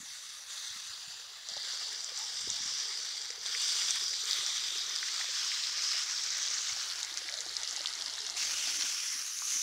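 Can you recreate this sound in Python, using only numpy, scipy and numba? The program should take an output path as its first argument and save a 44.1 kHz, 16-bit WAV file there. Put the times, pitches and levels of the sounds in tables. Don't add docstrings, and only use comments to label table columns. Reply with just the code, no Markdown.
import sys
import numpy as np
from scipy import signal
from scipy.io import wavfile
from scipy.ndimage import map_coordinates
from numba import njit

SR = 44100
rng = np.random.default_rng(int(sys.argv[2]) if len(sys.argv) > 2 else 0)


def unload_audio(sound):
    columns = np.transpose(np.atleast_2d(sound))
    steps = np.round(np.clip(columns, -1, 1) * 32767)
    wavfile.write(sys.argv[1], SR, steps.astype(np.int16))


N = 424241

# frequency in Hz, relative density in dB per Hz.
HISS_SPECTRUM = [(2650, -0.5), (3500, 0), (4500, 2), (5600, -0.5), (7000, -4), (8000, -14.5), (9000, 1)]
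# frequency in Hz, relative density in dB per Hz.
BODY_SPECTRUM = [(850, -13), (1100, -9), (1400, -3), (1900, 0), (2650, 0.5)]
# time in seconds, bubbles in dB, sloshing in dB, loose spatter in dB.
LOCKER_LEVELS = [(0, -93, -72, -82), (1.45, -101, -68, -94), (1.5, -69, -63, -45), (2.8, -72, -63.5, -49.5),
                 (4.5, -63, -70.5, -44.5), (6.6, -87, -64, -40), (7, -71.5, -61.5, -45),
                 (8.36, -72, -60.5, -44), (8.85, -65, -64, -57), (8.95, -83, -78, -51)]


def from_db(db):
    return 10 ** (np.asarray(db) / 20)


def rms_one(x):
    return x / np.sqrt(np.mean(x ** 2) + 1e-20)


def in_time(rows):
    s, *columns = np.transpose(rows)
    return [np.interp(np.arange(N) / SR, s, c) for c in columns]


def drift(corner_hz):
    step = 40
    r = np.exp(-2 * np.pi * corner_hz * step / SR)
    coarse = rng.standard_normal(N // step + 2002)
    slow = signal.lfilter([1], [1, -2 * r, r * r], coarse)[2000:]
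    return np.interp(np.arange(N) / step, np.arange(len(slow)), rms_one(slow))


def drops(per_s, spread_db):
    size_db = spread_db * np.minimum(rng.exponential(1, N), 5)
    sizes = from_db(size_db) * rng.choice([-1, 1], N)
    return rms_one(sizes * (rng.random(N) < per_s / SR))


def band_pass(x, low_hz, high_hz):
    return signal.sosfilt(signal.butter(2, [low_hz, high_hz], "band", fs=SR, output="sos"), x)


def coloured(source, spectrum, patchy_db, surge_db):
    hz, level_db = np.transpose(spectrum)
    band_count = round(4 * np.log2(hz[-1] / hz[0]))
    edges = np.geomspace(hz[0], hz[-1], band_count + 1)
    out = 0
    for k, (low, high) in enumerate(zip(edges, edges[1:])):
        shifted = np.roll(source, 4999 * (k % 2))
        band = band_pass(shifted, low, high)
        band_db = np.interp(np.log(low * high) / 2, np.log(hz), level_db)
        flicker_db = surge_db + patchy_db * (drift(11.7) + 0.41 * drift(5.9))
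        out = out + band * from_db(band_db + flicker_db)
    return rms_one(out)


@njit
def moving_ring(x, cos_w, r):
    y = np.zeros_like(x)
    for i in range(2, len(x)):
        y[i] = x[i] - x[i - 2] + 2 * r * cos_w[i] * y[i - 1] - r * r * y[i - 2]
    return y


def add(out, s, sound):
    at = round(s * SR)
    out[at:at + len(sound)] += sound[:N - at]


def reflected(x, lag_ms, share):
    echo = map_coordinates(x, [np.arange(N) - lag_ms * SR / 1000], order=3)
    return (x + share * echo) / np.sqrt(1 + share ** 2)


def harbour():
    # time in seconds, peak in dB.
    gusts = [(0.02, -74), (2.55, -65.5), (3.5, -72), (4.0, -71), (4.6, -71.5), (6.6, -84), (7.5, -73),
             (8.5, -69)]
    # frequency in Hz, relative density in dB per Hz.
    wind_spectrum = [(25, -14), (60, -6), (150, -8), (260, -16)]
    calm_db, gust_slope_db_per_s = -79.5, 39
    drone_hz, waver_hz, drone_db = 56.5, 2.2, -78.5
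    drone_from_s, drone_to_s, drone_fade_db_per_s = 5.7, 8.7, 23
    t = np.arange(N) / SR
    slopes_db = [db - gust_slope_db_per_s * np.abs(t - s) for s, db in gusts]
    wind_db = np.max(slopes_db, axis=0).clip(calm_db) - 8 * (t > 8.9)
    wind = coloured(rng.standard_normal(N), wind_spectrum, 1.1, 0.73 * drift(19))
    outside_s = np.maximum(drone_from_s - t, t - drone_to_s).clip(0)
    level_db = drone_db - drone_fade_db_per_s * outside_s
    phase = 2 * np.pi * np.cumsum(drone_hz + waver_hz * drift(8.3)) / SR
    drone = np.sin(phase) * from_db(1.8 * drift(3.2))
    return from_db(wind_db) * wind + from_db(level_db) * rms_one(drone)


def bubble(hz, t60_s, rise):
    t = np.arange(round(t60_s * SR)) / SR
    tone = np.sin(2 * np.pi * hz * t * (1 + rise * t / t60_s))
    return tone * from_db(-60 * t / t60_s) * np.minimum(hz * t * 1.3, 1)


def bumps():
    # start in seconds, level in dB, starting pitch in Hz.
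    bump_rows = [(0.002, -41, 170), (0.028, -45, 193), (.702, -52, 80), (0.76, -47.5, 170),
                 (.895, -51, 70.4), (1.076, -47, 121), (2.83, -54, 403), (1.515, -49, 148),
                 (1.565, -49, 90), (2.44, -44, 149), (2.474, -30, 296), (2.479, -46, 90), (2.509, -44, 150),
                 (2.605, -44, 200), (2.629, -46, 180), (2.657, -42, 201), (3.858, -56, 143),
                 (4.39, -48, 100), (6.72, -46, 90.5)]
    out = np.zeros(N)
    for s, level_db, hz in bump_rows:
        add(out, s, from_db(level_db) * bubble(hz, 4.5 / hz, rise=0.78))
    return out


def locker(surge_db):
    # start in seconds, level in dB, starting pitch in Hz.
    plop_rows = [(1.488, -45.5, 656), (1.566, -40.5, 565), (1.567, -38, 820), (2.119, -47.5, 496),
                 (3.303, -44, 467), (3.46, -45, 746), (4.02, -48.5, 393), (4.361, -54, 398),
                 (4.755, -46, 404), (5.202, -43.5, 770), (5.242, -44.5, 700), (5.289, -47, 535),
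                 (5.944, -46, 674), (6.766, -41, 789), (7.217, -47.5, 520), (7.462, -41, 725),
                 (7.463, -49, 330), (7.63, -46, 594), (7.776, -40, 830), (7.805, -41.5, 590),
                 (8.08, -56, 280), (8.672, -42.5, 690), (8.674, -49, 295), (9.151, -54, 266),
                 (9.557, -53, 270)]
    # frequency in Hz, relative density in dB per Hz.
    wash_spectrum = [(270, -23), (400, -1.5), (950, 5)]
    lowest_hz, sag_hz_per_s = 0.882 * 561.4, 0.882 * 30
    bubbles_db, wash_db = in_time(LOCKER_LEVELS)[:2]
    small, plops = np.zeros(N), np.zeros(N)
    for when, pitch, size in rng.random((700, 3)):
        s = when * N / SR
        hz = (lowest_hz - sag_hz_per_s * s) * 4.0 ** pitch ** 2.1
        add(small, s, from_db(-3.0 * np.log(size + 0.041)) * bubble(hz, 30 / hz, 0.21))
    for s, level_db, hz in plop_rows:
        add(plops, s, from_db(level_db) * bubble(hz, 22 / hz, 0.032))
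    wash = coloured(rng.standard_normal(N), wash_spectrum, 4.3, 0.5 * surge_db)
    return from_db(bubbles_db) * rms_one(small) + from_db(wash_db) * wash + plops


def splats(rows, width, tail_s):
    out, t = np.zeros(N), np.arange(1300) / SR
    noises = rng.standard_normal((len(rows), len(t)))
    for (s, peak_db, hz), noise in zip(rows, noises):
        lumps = from_db(3.5 * np.repeat(noise[:26], 50))
        decay = np.exp(-t / 0.0005) + 0.12 * lumps * np.exp(-t / tail_s)
        burst = noise * decay + 2 * (t == 0)
        sound = band_pass(burst, hz / width, hz * width)
        add(out, s, from_db(peak_db) * sound / np.abs(sound).max())
    return out


def spatter():
    ticks = []
    for when, pitch, size in rng.random((1300, 3)):
        ticks.append((when * N / SR, -4.0 * np.log(size + 0.04), 3800 * 1.7 ** pitch))
    return from_db(in_time(LOCKER_LEVELS)[2]) * rms_one(splats(ticks, 1.12, 0.0062))


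def fizz(surge_db):
    per_s, cycles_to_60_db, lean_db_per_octave = 700, 14.7, 13.0
    born, dealt = drops(per_s, 3.5), rng.integers(0, 30, N)
    hz, level_db = np.transpose(BODY_SPECTRUM[:-1] + HISS_SPECTRUM[1:-1])
    out = 0
    for k, pitch in enumerate(np.geomspace(1000, 8000, 30)):
        r, w = from_db(-60 * pitch / (cycles_to_60_db * SR)), 2 * np.pi * pitch / SR
        ring = signal.lfilter([1 - r], [1, -r], born * (dealt == k) + 1e-18)
        ring = signal.lfilter([1, -1], [1, -2 * r * np.cos(w), r * r], ring)
        pitch_db = np.interp(pitch, hz, level_db) + lean_db_per_octave * np.log2(pitch / 4000)
        out = out + rms_one(ring) * from_db(pitch_db + 1.9 * drift(1.3))
    return rms_one(out) * from_db(surge_db)


def hull(splash):
    hum_hz, width_hz, hum_db = 1167, 184, -18.5
    cos_w = np.full(N, np.cos(2 * np.pi * hum_hz / SR))
    hum = moving_ring(splash, cos_w, np.exp(-np.pi * width_hz / SR))
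    return splash + from_db(hum_db) * rms_one(hum)


def spray(slugs, surge_db):
    # time in seconds, spray in dB.
    spray_levels = [(0, -46.5), (.24, -46), (.38, -44.5), (.46, -50.5), (.51, -41.5), (.6, -42.5),
                    (.68, -41), (1.4, -47.5), (1.52, -42), (1.7, -37.5), (2.11, -41.5), (2.19, -38.5),
                    (2.75, -35.5), (3.22, -40), (3.4, -45.5), (3.47, -37.5), (3.68, -31), (4.01, -33.5),
                    (4.16, -35.5), (4.21, -34), (4.235, -38.5), (4.285, -32), (4.93, -37), (5.54, -34.5),
                    (5.76, -37), (5.88, -31.5), (5.98, -32.5), (6.05, -36.5), (6.68, -35.5), (7.09, -42.5),
                    (7.45, -44), (7.75, -41), (8.364, -42.5), (8.369, -33), (8.55, -34), (8.82, -33.5),
                    (9.14, -36.5), (9.2, -39), (9.38, -40), (9.55, -32.5), (9.62, -34)]
    # time in seconds, pitch in Hz, level against the hiss in dB.
    aim = [(0.0, 7100, 7), (0.16, 4400, -20), (0.5, 7140, -5), (0.88, 4280, -12), (1.5, 4150, 0),
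           (2.11, 5270, -3), (2.82, 5330, -2.5), (3.1, 4300, -2), (3.95, 5560, -15), (4.05, 4850, 3.5),
           (4.4, 3650, -5), (4.94, 3600, -4), (5.31, 5030, -7), (5.88, 5430, 1.5), (6.87, 5870, -4.5),
           (8.36, 5170, -24), (8.37, 5860, -6), (9.19, 5900, 1.5), (9.62, 6340, 8)]
    # time in seconds,
    # body in dB and mist in dB, both at mean spray, extra top treble of the mist in dB.
    body_and_mist = [(0, -50, -57, 0), (.45, -50.5, -56, -9), (.55, -48, -55.5, 0), (1.4, -51, -64.5, 4.5),
                     (1.7, -50, -62, 2), (3.3, -50.5, -71.5, 11), (3.65, -49.5, -57, 2),
                     (4.0, -48.5, -57, 1), (4.17, -54.5, -68, 8), (4.3, -46.5, -59, 9),
                     (4.45, -49.5, -69, 13), (4.9, -48, -76, 20), (5.4, -47.5, -67, 10),
                     (6.5, -47, -74, 15), (6.9, -46.5, -57, 2), (8.362, -46, -59.5, -15),
                     (8.37, -48, -53.5, 2), (9.1, -50, -50.5, -3), (9.62, -52, -48, -5)]
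    # time in seconds, lag in ms, share in the hiss, share in the mist.
    deck_echo = [(0, .5, .22, 0), (.8, .49, .25, 0), (1.3, .4, .08, .2), (2.2, .367, .15, .4),
                 (4.4, .36, .16, .43), (5.8, .338, .11, .3), (6.6, .33, 0, 0)]
    # time in seconds, centre in Hz, depth 0-1.
    hollow = [(0, 2400, 0.65), (1.3, 2270, 0.75), (1.6, 2510, 0.82), (4.9, 2670, 0.66), (5.8, 2660, 0.34),
              (8.362, 2400, 0.77), (8.37, 3840, 0.28), (9.1, 3900, 0.5), (9.3, 3350, 0.35), (9.62, 3100, 0)]
    # frequency in Hz, relative density in dB per Hz.
    mist_spectrum = [(8800, 10.5), (10500, 0.5), (12500, -4), (16500, -6)]
    body_follows, mist_follows = 0.55, 0.37
    ring_width_hz, hollow_width_hz, top_hz, fizz_db = 1300, 800, 10400, -15
    rail_lag_ms, rail_share, rail_gone_s = 0.84, 0.26, 5.6

    spray_db, = in_time(spray_levels)
    ring_hz, ring_db = in_time(aim)
    body_db, mist_db, top_db = in_time(body_and_mist)
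    lag_ms, hiss_share, mist_share = in_time(deck_echo)
    hollow_hz, depth = in_time(hollow)
    swing_db = spray_db - spray_db.mean()

    hiss_water, body_water, mist_water, ring_water = rng.standard_normal((4, N))
    hits = drops(1200, 2.5)
    hiss_water += from_db(-7.5) * hits
    body_water += from_db(-14.0) * drops(500, 1.0)
    mist_water += from_db(-6.0) * hits

    ring_cos = np.cos(2 * np.pi * ring_hz * (1 + 0.039 * drift(5.1)) / SR)
    ring_r = np.exp(-np.pi * ring_width_hz / SR)
    ring = moving_ring(moving_ring(ring_water, ring_cos, ring_r), ring_cos, ring_r)
    hiss = coloured(hiss_water, HISS_SPECTRUM, 1.5, surge_db) + from_db(ring_db + surge_db) * rms_one(ring)
    hiss = from_db(spray_db) * hiss / np.sqrt(1 + from_db(2 * ring_db)) + slugs
    hiss = signal.sosfilt(signal.butter(6, 8800, fs=SR, output="sos"), hiss)
    bubbles = from_db(spray_db + fizz_db) * fizz(surge_db)

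    body = hull(coloured(body_water, BODY_SPECTRUM, 1.8, 1.95 * surge_db))
    body = from_db(body_db + body_follows * swing_db) * body

    mist = coloured(mist_water, mist_spectrum, 0.69, 1.2 * surge_db)
    mist = from_db(mist_db + mist_follows * swing_db) * mist
    top = signal.sosfilt(signal.butter(2, top_hz, "high", fs=SR, output="sos"), mist)
    mist = mist + (from_db(top_db) - 1) * top

    rail = rail_share * np.clip(rail_gone_s - np.arange(N) / SR, 0, 1)
    low = reflected(reflected(hiss, lag_ms, hiss_share) + bubbles, rail_lag_ms, rail) + body
    r = np.exp(-np.pi * hollow_width_hz / SR)
    hollow_band = (1 - r * r) / 2 * moving_ring(low, np.cos(2 * np.pi * hollow_hz / SR), r)
    return low - depth * hollow_band + reflected(mist, lag_ms, mist_share)


def scene():
    # start in seconds, peak in dB ahead of the spray's filters, centre in Hz.
    slug_rows = [(1.4877, -22, 5360), (2.0444, -19, 5700), (2.088, -36, 6200), (2.1751, -21, 5760),
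                 (2.5019, -16, 5800), (3.2166, -25.5, 5800), (3.305, -21, 6200), (3.4617, -19, 4930),
                 (3.618, -17, 5960), (3.9072, -13, 5530), (4.0813, -19, 4540), (4.2554, -21, 5400),
                 (4.3106, -13, 4500), (4.331, -14, 4600), (4.4634, -16, 5540), (4.9613, -15, 5330),
                 (6.1102, -24, 5750), (6.2365, -19, 5840), (6.274, -47, 6300), (6.8974, -57, 5160),
                 (7.0111, -31, 4710), (7.0301, -18, 5550), (7.048, -21, 5740), (7.0565, -44, 4570),
                 (7.1413, -22.5, 5370), (7.1733, -17, 5000), (7.1857, -31, 5500), (7.1907, -37, 4650),
                 (7.283, -24, 5040), (7.2965, -23, 5130), (7.3244, -24, 5100), (7.3399, -19, 4500),
                 (7.4062, -18, 5350), (7.4646, -26, 5040), (7.5539, -25, 5530), (7.5669, -17.5, 4780),
                 (7.6332, -18, 5050), (7.6756, -22, 5040), (7.71, -20, 5600), (7.727, -25, 5170),
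                 (7.7634, -20, 5700), (7.8587, -14, 3700), (7.8715, -18, 4800), (7.937, -21, 4600),
                 (7.9894, -26, 4460), (8.0218, -19, 4670), (8.0607, -20, 4600), (8.0827, -30, 4440),
                 (8.1886, -26, 5260), (8.2169, -27, 5530), (8.2658, -20, 5200), (8.2987, -20, 5370),
                 (8.6733, -20, 4900), (8.81, -18, 4600), (8.822, -16.5, 4280), (9.3887, -19.5, 4600)]
    # start in seconds, peak in dB, centre in Hz.
    slap_rows = [(3.304, -35, 1920), (3.5496, -23.5, 2110), (3.96, -32, 1710), (4.135, -33, 2280),
                 (5.0292, -24.5, 1780), (5.0835, -29, 2270), (5.2115, -26.5, 2110), (5.518, -25.5, 2050),
                 (5.933, -27, 2090), (7.288, -29.5, 1890), (7.8486, -35, 1230), (8.1805, -33, 1680),
                 (9.4206, -34, 1210)]
    surge_db = 0.07 * drift(7.9) + 0.83 * drift(77)
    slugs = splats(slug_rows, 1.26, 0.007) + spatter()
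    water = spray(slugs, surge_db) + splats(slap_rows, 1.19, 0.009) + locker(surge_db)
    return np.tile(water + bumps() + harbour(), (2, 1))


def record(dry):
    cutoff_hz = 15750
    return signal.sosfilt(signal.ellip(12, 0.5, 60, cutoff_hz, fs=SR, output="sos"), dry)


dry = scene()
out = record(dry)
unload_audio(out)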